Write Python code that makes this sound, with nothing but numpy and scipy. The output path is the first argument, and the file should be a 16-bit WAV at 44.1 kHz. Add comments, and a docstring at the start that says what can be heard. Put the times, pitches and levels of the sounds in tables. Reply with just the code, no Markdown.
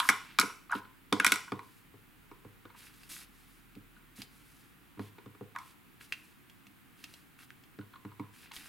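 """At a craft desk in a small room, heard from just above: a card is being stamped.
A plastic ink pad is shoved into place and clatters against a folding tool: blows ring its case and edges.
An acrylic block is dabbed on the pad, thumping the desk and rocking the case, then pressed on cardstock.
The card ticks as the stamp lets go, and bursts of tiny slips make the rasp and hiss of hands on paper.
Under it lie filtered-noise room air and a faint deep sine drone that slowly glides in pitch."""
import sys
import numpy as np
from scipy import signal
from scipy.fft import rfft, irfft
from scipy.io import wavfile

SR = 44100
rng = np.random.default_rng(int(sys.argv[2]) if len(sys.argv) > 2 else 0)


def store_pcm(level_fs):
    """Save levels as 16-bit WAV."""
    pcm = np.round(np.clip(level_fs, -1, 1) * 32767).astype(np.int16)
    wavfile.write(sys.argv[1], SR, np.atleast_2d(pcm).T)


N = 382788   # length of the scene [samples]
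AGE = np.arange(SR // 3) / SR   # time since a contact [s]
SCATTER_DB, DETUNE = 1.5, 0.008   # chance spread of each mode's strength [dB] and pitch [share]


def from_db(db):
    """Turn decibels into gain."""
    return 10 ** (np.asarray(db) / 20)


def rms_one(x):
    """Scale a sound to unit power."""
    return x / np.sqrt(np.mean(x ** 2) + 1e-20)


def at_level(sound, db, first_s):
    """Scale a sound so that its first moments have this rms level."""
    first_power = np.mean(sound[:int(first_s * SR)] ** 2)
    return from_db(db) * sound / np.sqrt(first_power + 1e-20)


def in_time(rows):
    """Draw straight lines between the rows: each column gets a value at every sample."""
    s, *columns = np.transpose(rows)
    return [np.interp(np.arange(N) / SR, s, column) for column in columns]


def add(track, s, sound):
    """Mix a sound into a track from a given moment."""
    start = max(0, int(s * SR))
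    track[start:start + len(sound)] += sound[:N - start]


def coloured(x, spectrum):
    """Filter a sound to a spectrum, with the energy as early as possible (minimum phase)."""
    size = 2048
    hz, level_db = np.transpose(spectrum)
    bin_hz = np.fft.rfftfreq(size, 1 / SR)
    log_gain = np.log(from_db(np.interp(np.log(bin_hz + 1), np.log(hz), level_db)))
    # folding the cepstrum forward in time makes the filter causal
    cepstrum = irfft(log_gain)[:size // 2]
    cepstrum[1:] *= 2
    response = irfft(np.exp(rfft(cepstrum, size)))
    return signal.oaconvolve(x, response)[:len(x)]


def drift(rate):
    """Wander by chance, with `rate` new values a second joined by straight lines."""
    knots = rng.standard_normal(int(N / SR * rate) + 2)
    return np.interp(np.arange(N) / SR * rate, np.arange(len(knots)), knots)


def contact(grind_s, grit):
    """The force of a sharp touch followed by a dying burst of tiny slips."""
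    slips = rng.standard_normal(len(AGE)) * np.exp(-AGE / grind_s)
    return (AGE == 0) + grit * slips / np.linalg.norm(slips)


def cushioned(force, soft_hz):
    """A yielding contact rounds off the force, so its treble is weaker."""
    return signal.sosfilt(signal.butter(2, soft_hz, fs=SR, output="sos"), force)


def favouring(modes, place_hz, octave_db):
    """The place of a blow favours modes near one pitch; others lose octave_db per octave away."""
    return [(hz, mode_db - octave_db * abs(np.log2(hz / place_hz)), t60) for hz, mode_db, t60 in modes]


def ring(force, modes):
    """A force rings the modes; each mode's strength and pitch vary a little by chance every time."""
    out = 0
    force = force + 1e-16 * np.arange(len(force))   # far too faint to hear
    for k, (hz, mode_db, t60) in enumerate(modes):
        strength, detune = rng.standard_normal(2)
        r = from_db(-60 / (t60 * SR))   # decay per sample
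        w = 2 * np.pi * hz * (1 + DETUNE * detune) / SR   # turn per sample [radians]
        gain = from_db(mode_db + SCATTER_DB * strength) * (-1) ** k   # neighbours swing oppositely
        out = out + gain * signal.lfilter([1, 0, -1], [1, -2 * r * np.cos(w), r * r], force)
    return out


def small_body(sound, below_hz):
    """A small object cannot radiate long waves, so the sound is thinned below this pitch."""
    return signal.sosfilt(signal.butter(4, below_hz, "high", fs=SR, output="sos"), sound)


# Faint deep drone, like a far-off engine: (time [s], pitch [Hz], level [dB])
DRONE_PATH = [(0.0, 32.7, -75), (0.83, 36.4, -73), (1.61, 31.7, -81.5), (2.29, 34.6, -70.5),
              (2.8, 46.3, -72), (3.83, 37.4, -66.5), (4.63, 53.5, -71.5), (5.4, 66.6, -83)]
DRONE_FADE_DB_PER_S = 10   # after the last row it dies away


def drone():
    """A sine whose pitch and level glide from row to row."""
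    hz, level_db = in_time(DRONE_PATH)
    fade_db = DRONE_FADE_DB_PER_S * np.maximum(np.arange(N) / SR - DRONE_PATH[-1][0], 0)
    sine = np.sin(2 * np.pi * np.cumsum(hz) / SR)
    return from_db(level_db - fade_db) * rms_one(sine)


# Colour of the room air and microphone hiss: (frequency [Hz], density [dB per Hz, relative])
AIR_SPECTRUM = [(15, -34.5), (25, -9.5), (48, -9.5), (76, -6.5), (134, -2.5), (242, -5), (277, -2.5),
                (607, -22), (754, -17), (1190, -13.5), (1330, -12.5), (2690, -16), (5730, -30),
                (10400, -24.5), (16000, -23)]
# How much the air differs between the two capsules: (frequency [Hz], side minus mid [dB])
AIR_WIDTH = [(60, -2.5), (180, 1.5), (550, -3.5), (1650, -2), (4970, -5), (15000, -10)]
AIR_DB = -62   # level of the part both capsules share


def room_air():
    """Steady noise; the two capsules share more of it in some bands than in others."""
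    mid, side = (rms_one(coloured(rng.standard_normal(N), AIR_SPECTRUM)) for _ in range(2))
    return from_db(AIR_DB) * (mid + coloured(side, AIR_WIDTH) * [[1], [-1]])


def background():
    """Room air and microphone hiss over the drone."""
    return room_air() + drone()


# A hand, the pad or the card slides: (start [s], length [s], rasp level [dB], hiss level [dB])
SLIDES = [(0.0, 0.12, -55.5, -47.5), (0.188, 0.21, -57.5, -71), (0.727, 0.08, -54, -58.5),
          (1.604, 0.25, -79, -70.5), (2.754, 0.17, -59, -60.5), (2.9, 0.32, -68, -66),
          (3.089, 0.1, -57.5, -48.5), (3.167, 0.091, -56.5, -55), (3.295, 0.38, -75, -70.5),
          (4.152, 0.11, -58, -58), (4.28, 0.47, -73, -68.5), (4.991, .12, -63, -67),
          (5.588, 0.17, -65.5, -66), (5.998, 0.075, -59.5, -61), (6.045, 0.33, -76, -69),
          (6.956, 0.3, -66.5, -67), (7.382, 0.078, -60.5, -61.5), (8.323, 0.16, -64, -63),
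          (8.422, 0.086, -59.5, -81), (8.527, 0.089, -55, -53), (8.59, .2, -58.5, -58.5)]
RISE_SHARE, FALL_SHARE = 0.13, 0.31   # of each slide's length


def stroke_gains():
    """Rasp and hiss follow the speed of each slide: it speeds up, holds, and slows to rest."""
    rasp, hiss = np.zeros((2, N))
    for s, length_s, rasp_db, hiss_db in SLIDES:
        done = np.linspace(0, 1, int(length_s * SR))
        speed = np.minimum(1, np.minimum(done / RISE_SHARE, (1 - done) / FALL_SHARE))
        add(rasp, s, from_db(rasp_db) * speed)
        add(hiss, s, from_db(hiss_db) * speed)
    return rasp, hiss


def friction(spectrum, grains_per_s, size_db, waver_db):
    """Paper fibres catch and slip, a few much harder than the rest, under uneven pressure."""
    sizes = from_db(size_db * np.minimum(rng.exponential(1, N), 4)) * rng.choice([-1, 1], N)
    grains = (rng.random(N) < grains_per_s / SR) * sizes
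    pressure = from_db(waver_db * drift(90))
    return rms_one(coloured(grains * pressure, spectrum))


# Colour of sliding card: (frequency [Hz], density [dB per Hz, relative])
RASP_SPECTRUM = [(300, 1.5), (650, -16), (1000, -10.5), (1700, 1), (2400, 3), (3600, -1), (5000, -7.5),
                 (8000, -38)]
# Colour of skin on paper: (frequency [Hz], density [dB per Hz, relative])
HISS_SPECTRUM = [(2000, -14), (4000, -0.5), (5500, -2), (7000, -3), (11000, 1), (13500, -3.5),
                 (16000, -16.5)]
# Ringing modes of the card: (pitch [Hz], strength [dB], time to fall 60 dB [s])
CARD_MODES = [(1460, 3, 0.0047), (2100, -14.5, 0.012), (2070, -13.5, 0.011), (2603, -3.5, 0.01),
              (2740, -12, 0.03), (3640, -8, 0.0036)]


def rubs():
    """Sliding card rasps, and now and then an edge catches and rings it; skin on paper hisses."""
    rasp_gain, hiss_gain = stroke_gains()
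    catches = (rng.random(N) < 140 / SR) * rng.standard_normal(N)   # about 140 a second
    crackle = rms_one(ring(cushioned(catches, soft_hz=5000), CARD_MODES))
    fibres = friction(RASP_SPECTRUM, grains_per_s=2000, size_db=3.0, waver_db=2.5)
    rasp = rms_one(fibres + 0.7 * crackle)
    hiss = friction(HISS_SPECTRUM, grains_per_s=12000, size_db=3.5, waver_db=1.4)
    return rasp_gain * rasp + hiss_gain * hiss


# Snaps of card, nail and tacky stamp: (time [s], level [dB], brightness [dB]) # the row at 6.136 s repeats the
# snap just before it, softer
SNAPS = [(3.0328, -56.5, 0), (3.7525, -63, -0.5), (4.2185, -47, 4.5), (6.0118, -63.5, -12),
         (6.1232, -35, -4), (6.136, -49, -1), (6.4975, -59, 2), (6.668, -60, 3), (7.0404, -48.5, 5),
         (7.1387, -59.5, 8.5), (7.5047, -62.5, -14), (7.637, -63.5, 1.5), (8.5175, -51.5, 1),
         (8.564, -53.5, 9.5)]
# Colour of the card's crack: (frequency [Hz], density [dB per Hz, relative])
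CARD_CRACK_SPECTRUM = [(1500, -5.5), (2800, 5), (3700, 2), (5000, 0), (7000, -7), (11000, -10.5),
                       (16000, -14)]
TICK_HZ, TICK_OCTAVES_PER_DB = 2810, 0.07   # a brighter snap favours higher modes of the card


def ticks():
    """Stiff card snaps and rings for a few milliseconds."""
    out, first_s = np.zeros(N), 0.006
    for s, level_db, bright_db in SNAPS:
        card_hz = TICK_HZ * 2 ** (TICK_OCTAVES_PER_DB * bright_db)
        card = ring(contact(grind_s=0.0007, grit=0.29), favouring(CARD_MODES, card_hz, octave_db=15.5))
        crack = coloured(contact(grind_s=0.0039, grit=6.6), CARD_CRACK_SPECTRUM)
        add(out, s, at_level(small_body(card, below_hz=1380), level_db - bright_db, first_s))
        add(out, s, at_level(crack, level_db + bright_db, first_s))
    return out


# The block is dabbed on the pad:
# (time [s], weight on the desk [dB], mat knock level [dB], case level [dB])
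PAD_DABS = [(1.52, -46, -37.5, -35), (1.592, -69, -61, -42.5), (1.9405, -59.5, -58.5, -65),
            (2.314, -69.5, -53, -51.5), (2.4487, -54, -51.5, -60), (2.6534, -62, -53, -52.5),
            (4.9745, -52.5, -63, -60), (4.994, -47, -43.5, -45), (5.183, -65, -54.5, -53),
            (5.26, -52.5, -52, -56), (5.3484, -76, -60.5, -59.5), (5.4104, -50.5, -44, -62),
            (7.7882, -49, -51, -52), (8.0501, -49, -53.5, -50), (8.1964, -47, -50.5, -43.5)]
DAB_BOOM_DB, DAB_DRUM_DB = -1.5, 3.5   # against the weight; the drum's applies to a firm dab
FIRM_DAB_DB, DRUM_GROWTH = -47, 2   # the board drums this many dB more per dB of weight
# The pad lands flat on the mat: (time [s], weight [dB])
PAD_LANDINGS = [(0.09, -43.5), (0.389, -43.5), (0.431, -43.5), (0.7501, -43.5), (1.1244, -32), (1.197, -45),
                (1.2609, -45.5), (1.3186, -45)]
LANDING_BOOM_DB, LANDING_KNOCK_DB = -16, 2   # against the weight
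# The block bears down on the card: (time [s], weight [dB])
CARD_PRESSES = [(3.764, -51.5), (4.1842, -52), (6.667, -62)]
PRESS_BOOM_DB, PRESS_KNOCK_DB = -8.5, -7   # against the weight


def desk_blows():
    """How each kind of blow shares out its weight: (time [s], boom [dB], drum [dB], knock [dB])."""
    blows = []
    for s, weight_db, knock_db, _ in PAD_DABS:
        drum_db = FIRM_DAB_DB + DAB_DRUM_DB + DRUM_GROWTH * (weight_db - FIRM_DAB_DB)
        blows.append((s, weight_db + DAB_BOOM_DB, drum_db, knock_db))
    for s, weight_db in PAD_LANDINGS:
        blows.append((s, weight_db + LANDING_BOOM_DB, weight_db, weight_db + LANDING_KNOCK_DB))
    for s, weight_db in CARD_PRESSES:
        blows.append((s, weight_db + PRESS_BOOM_DB, weight_db, weight_db + PRESS_KNOCK_DB))
    return blows


def thud(modes, push_s, below_hz):
    """A cushioned push that rises and lets go rings the modes."""
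    return small_body(ring(AGE * np.exp(-AGE / push_s), modes), below_hz)


# Ringing modes of the whole desk: (pitch [Hz], strength [dB], time to fall 60 dB [s])
DESK_MODES = [(103.7, -0.5, 0.36), (135, -2, 0.21)]
# Ringing modes of its top board: (pitch [Hz], strength [dB], time to fall 60 dB [s])
BOARD_MODES = [(160, -13, 0.059), (202.4, 0.5, 0.15), (261, -3, 0.1), (299.3, 1, 0.12)]
# Ringing modes of the mat under a blow: (pitch [Hz], strength [dB], time to fall 60 dB [s])
MAT_MODES = [(337, 0, 0.021), (391, 4, 0.015), (497, -5, 0.03), (525.4, -9.5, 0.012), (730, -6.5, 0.0063)]


def thuds():
    """A short knock on the mat; the board under it drums and the whole desk booms on."""
    out = np.zeros(N)
    slow_push_s, quick_push_s = 0.001, 0.0005
    for s, boom_db, drum_db, knock_db in desk_blows():
        boom = thud(DESK_MODES, slow_push_s, below_hz=94)
        drum = thud(BOARD_MODES, quick_push_s, below_hz=76)
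        knock = thud(MAT_MODES, push_s=0.000082, below_hz=75)
        # the weight starts to bear just before the knock
        add(out, s - 2 * slow_push_s, at_level(boom, boom_db, first_s=0.04))
        add(out, s - 2 * quick_push_s, at_level(drum, drum_db, first_s=0.03))
        add(out, s, at_level(knock, knock_db, first_s=0.015))
    return out


# Hard plastic contacts:
# (time [s], level [dB], brightness [dB], favoured case pitch [Hz], favoured edge pitch [Hz])
# brightness raises the crack and lowers the case
HARD_CONTACTS = [(0.0005, -27.5, -2.5, 1360, 2930), (0.0889, -20, -1, 1380, 1970),
                 (0.0953, -27.5, -2.5, 1170, 2100), (0.0989, -27, 0.5, 1170, 2170),
                 (0.3871, -22, -3.5, 1310, 2500), (0.3975, -31.5, 12.5, 1150, 3420),
                 (0.4124, -29, 0.5, 1550, 2330), (0.7164, -57, 12.5, 1380, 1970),
                 (1.126, -28, -2, 1090, 3400), (1.1994, -27, -5, 1540, 2480),
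                 (1.246, -22, -0.5, 1310, 2260), (1.2649, -22.5, 3.5, 1430, 2340),
                 (1.2767, -34, 3, 1400, 2430), (1.32, -22, 1.5, 1470, 2550),
                 (1.3396, -40.5, 8.5, 1080, 2783), (1.3577, -37, 2.5, 1283, 2190),
                 (5.5613, -45.5, -10.5, 1190, 2010), (5.5863, -50, -0.5, 1090, 2180)]
DAB_BRIGHTNESS_DB, DAB_CASE_HZ, DAB_EDGE_HZ = -9, 1045, 2550   # the felt makes every dab dull


def plastic_contacts():
    """Every touch on the pad's case, in the columns of HARD_CONTACTS; a dab is a dull one."""
    dabs = [(s, case_db + DAB_BRIGHTNESS_DB, DAB_BRIGHTNESS_DB, DAB_CASE_HZ, DAB_EDGE_HZ)
            for s, _, _, case_db in PAD_DABS]
    return HARD_CONTACTS + dabs


# The pad's case creaks under the hand:
# (time [s], case level [dB], favoured case pitch [Hz], edge level [dB])
CREAKS = [(0.027, -36.5, 1190, -54), (0.051, -38.5, 1160, -59), (0.498, -45, 1150, -57),
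          (0.696, -45.5, 1210, -61), (0.709, -38.5, 1180, -65), (0.722, -28, 1470, -62),
          (0.731, -31, 1420, -55), (0.752, -40, 1300, -49.5), (0.849, -54.5, 1370, -65),
          (1.479, -47.5, 1400, -68), (2.701, -57, 1040, -65), (2.748, -56, 970, -71),
          (3.964, -59, 1600, -73), (5.185, -63, 1100, -64), (5.551, -50, 1150, -61),
          (7.811, -57, 1530, -66), (7.936, -53, 1110, -63.5), (7.957, -52, 1070, -64),
          (8.116, -57.5, 1030, -70), (8.514, -53.5, 1100, -56)]
# Ringing modes of the pad's case: (pitch [Hz], strength [dB], time to fall 60 dB [s])
CASE_MODES = [(801, -9, 0.011), (972, -4, 0.055), (1027, -18.5, 0.31), (1088, 2.5, 0.015),
              (1282, -2, 0.029), (1380, 0.5, 0.025), (1470, 0, 0.044), (1626, -1, 0.018)]
# Ringing modes of its stiff edges: (pitch [Hz], strength [dB], time to fall 60 dB [s])
EDGE_MODES = [(1946, -0.5, 0.0092), (2217, 2.5, 0.012), (2371, -2.5, 0.017), (2570, -6, 0.011),
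              (2953, -7.5, 0.013), (3497, 1, 0.0074), (3950, -4, 0.014), (4300, -0.5, .008)]
ROCK_BACK_S, ROCK_BACK_DB = 0.038, -19   # after every contact the case rocks back once, later and softer
ROCK_EDGE_DB = -14   # the edges against the case as it rocks back


def rocks():
    """The case shifts on the mat and rocks back after every touch: a soft swell of slips rings it."""
    out, first_s, swell_s = np.zeros(N), 0.012, 0.002
    rock_backs = []
    for s, level_db, bright_db, case_hz, _ in plastic_contacts():
        back_db = level_db - bright_db + ROCK_BACK_DB
        rock_backs.append((s + ROCK_BACK_S, back_db, case_hz, back_db + ROCK_EDGE_DB))
    for s, case_db, case_hz, edge_db in CREAKS + rock_backs:
        swell = AGE * np.exp(-AGE / swell_s)
        force = cushioned(rng.standard_normal(len(AGE)) * swell, soft_hz=2400)
        case = small_body(ring(force, favouring(CASE_MODES, case_hz, octave_db=16.5)), below_hz=654)
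        edge = small_body(ring(force, EDGE_MODES), below_hz=2630)
        # start early so that the swell peaks on time
        add(out, s - swell_s, at_level(case, case_db, first_s) + at_level(edge, edge_db, first_s))
    return out


# Colour of the plastic's crack: (frequency [Hz], density [dB per Hz, relative])
PLASTIC_CRACK_SPECTRUM = [(3000, -16), (4900, -9), (5600, -2), (6700, -9), (7700, -3), (9200, -8.5),
                          (10500, -3.5), (11800, -12), (13600, -13), (16000, -28)]
EDGE_DB, CRACK_DB = 0.8, -4.5   # against the level of a contact


def clacks(crack_grit):
    """Plastic on plastic: the hollow case, the stiff edges and a bright crack."""
    out, first_s = np.zeros(N), 0.006
    for s, level_db, bright_db, case_hz, edge_hz in plastic_contacts():
        case_force = cushioned(contact(grind_s=0.0012, grit=0.99), soft_hz=2600)
        case = ring(case_force, favouring(CASE_MODES, case_hz, octave_db=17.5))
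        edge_force = cushioned(contact(grind_s=0.0011, grit=0.8), soft_hz=5620)
        edge = ring(edge_force, favouring(EDGE_MODES, edge_hz, octave_db=13.0))
        crack = coloured(contact(grind_s=0.0027, grit=crack_grit), PLASTIC_CRACK_SPECTRUM)
        add(out, s, at_level(small_body(case, below_hz=620), level_db - bright_db, first_s))
        add(out, s, at_level(small_body(edge, below_hz=910), level_db + EDGE_DB, first_s))
        add(out, s, at_level(crack, level_db + bright_db + CRACK_DB, first_s))
    return out


# Colour of the room's echoes: (frequency [Hz], level [dB])
ECHO_COLOUR = [(80, -19.5), (200, -2), (400, -0.5), (650, 2), (1030, -0.5), (1500, -4.5), (2500, -2),
               (5000, -1), (8000, -4), (15000, -4)]


def reflections(x, delay_s, build_s, t60, side_db):
    """Diffuse echoes, made of noise, that arrive after a delay, build up and die away."""
    t = np.maximum(np.arange(int(0.7 * SR)) / SR - delay_s, 0)
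    shape = (1 - np.exp(-t / build_s)) * np.exp(-np.log(1000) * t / t60)
    mid, side = (coloured(rng.standard_normal(len(t)) * shape, ECHO_COLOUR) for _ in range(2))
    response = (mid + from_db(side_db) * side * [[1], [-1]]) / np.linalg.norm(mid)
    return signal.fftconvolve(x[None], response, axes=1)[:, :N]


def desk_dip(x, dip_hz, q, depth):
    """The bounce off the desk top cancels part of one band at the microphone."""
    band = signal.lfilter(*signal.iirpeak(dip_hz, q, fs=SR), x)
    return x - np.clip(depth, 0, 1) * band


def scene():
    """Everything on the desk shares the near echoes and the room; the clatter fills the room most."""
    handling = rocks() + thuds() + ticks() + rubs()
    direct = clacks(crack_grit=3.4) + handling
    all_round = clacks(crack_grit=0.29)   # summed over all directions, a crack's spectrum is smooth
    near = from_db(-10.0) * reflections(direct, delay_s=0.0011, build_s=0.00093, t60=0.066, side_db=-3)
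    to_room = from_db(-12.5) * all_round + from_db(-14.5) * handling
    far = reflections(to_room, delay_s=0.0057, build_s=0.0047, t60=0.42, side_db=-10.5)
    desk = desk_dip(direct + near + far, dip_hz=590, q=11.0, depth=0.75)
    balance = from_db([[-0.25], [0.25]])   # left a touch softer than right
    return (desk + background()) * balance


def record(dry):
    """A steep low-pass filter cuts the top above 16.2 kHz."""
    return signal.sosfilt(signal.ellip(10, 0.1, 90, 16200, fs=SR, output="sos"), dry)


dry = scene()
out = record(dry)
store_pcm(out)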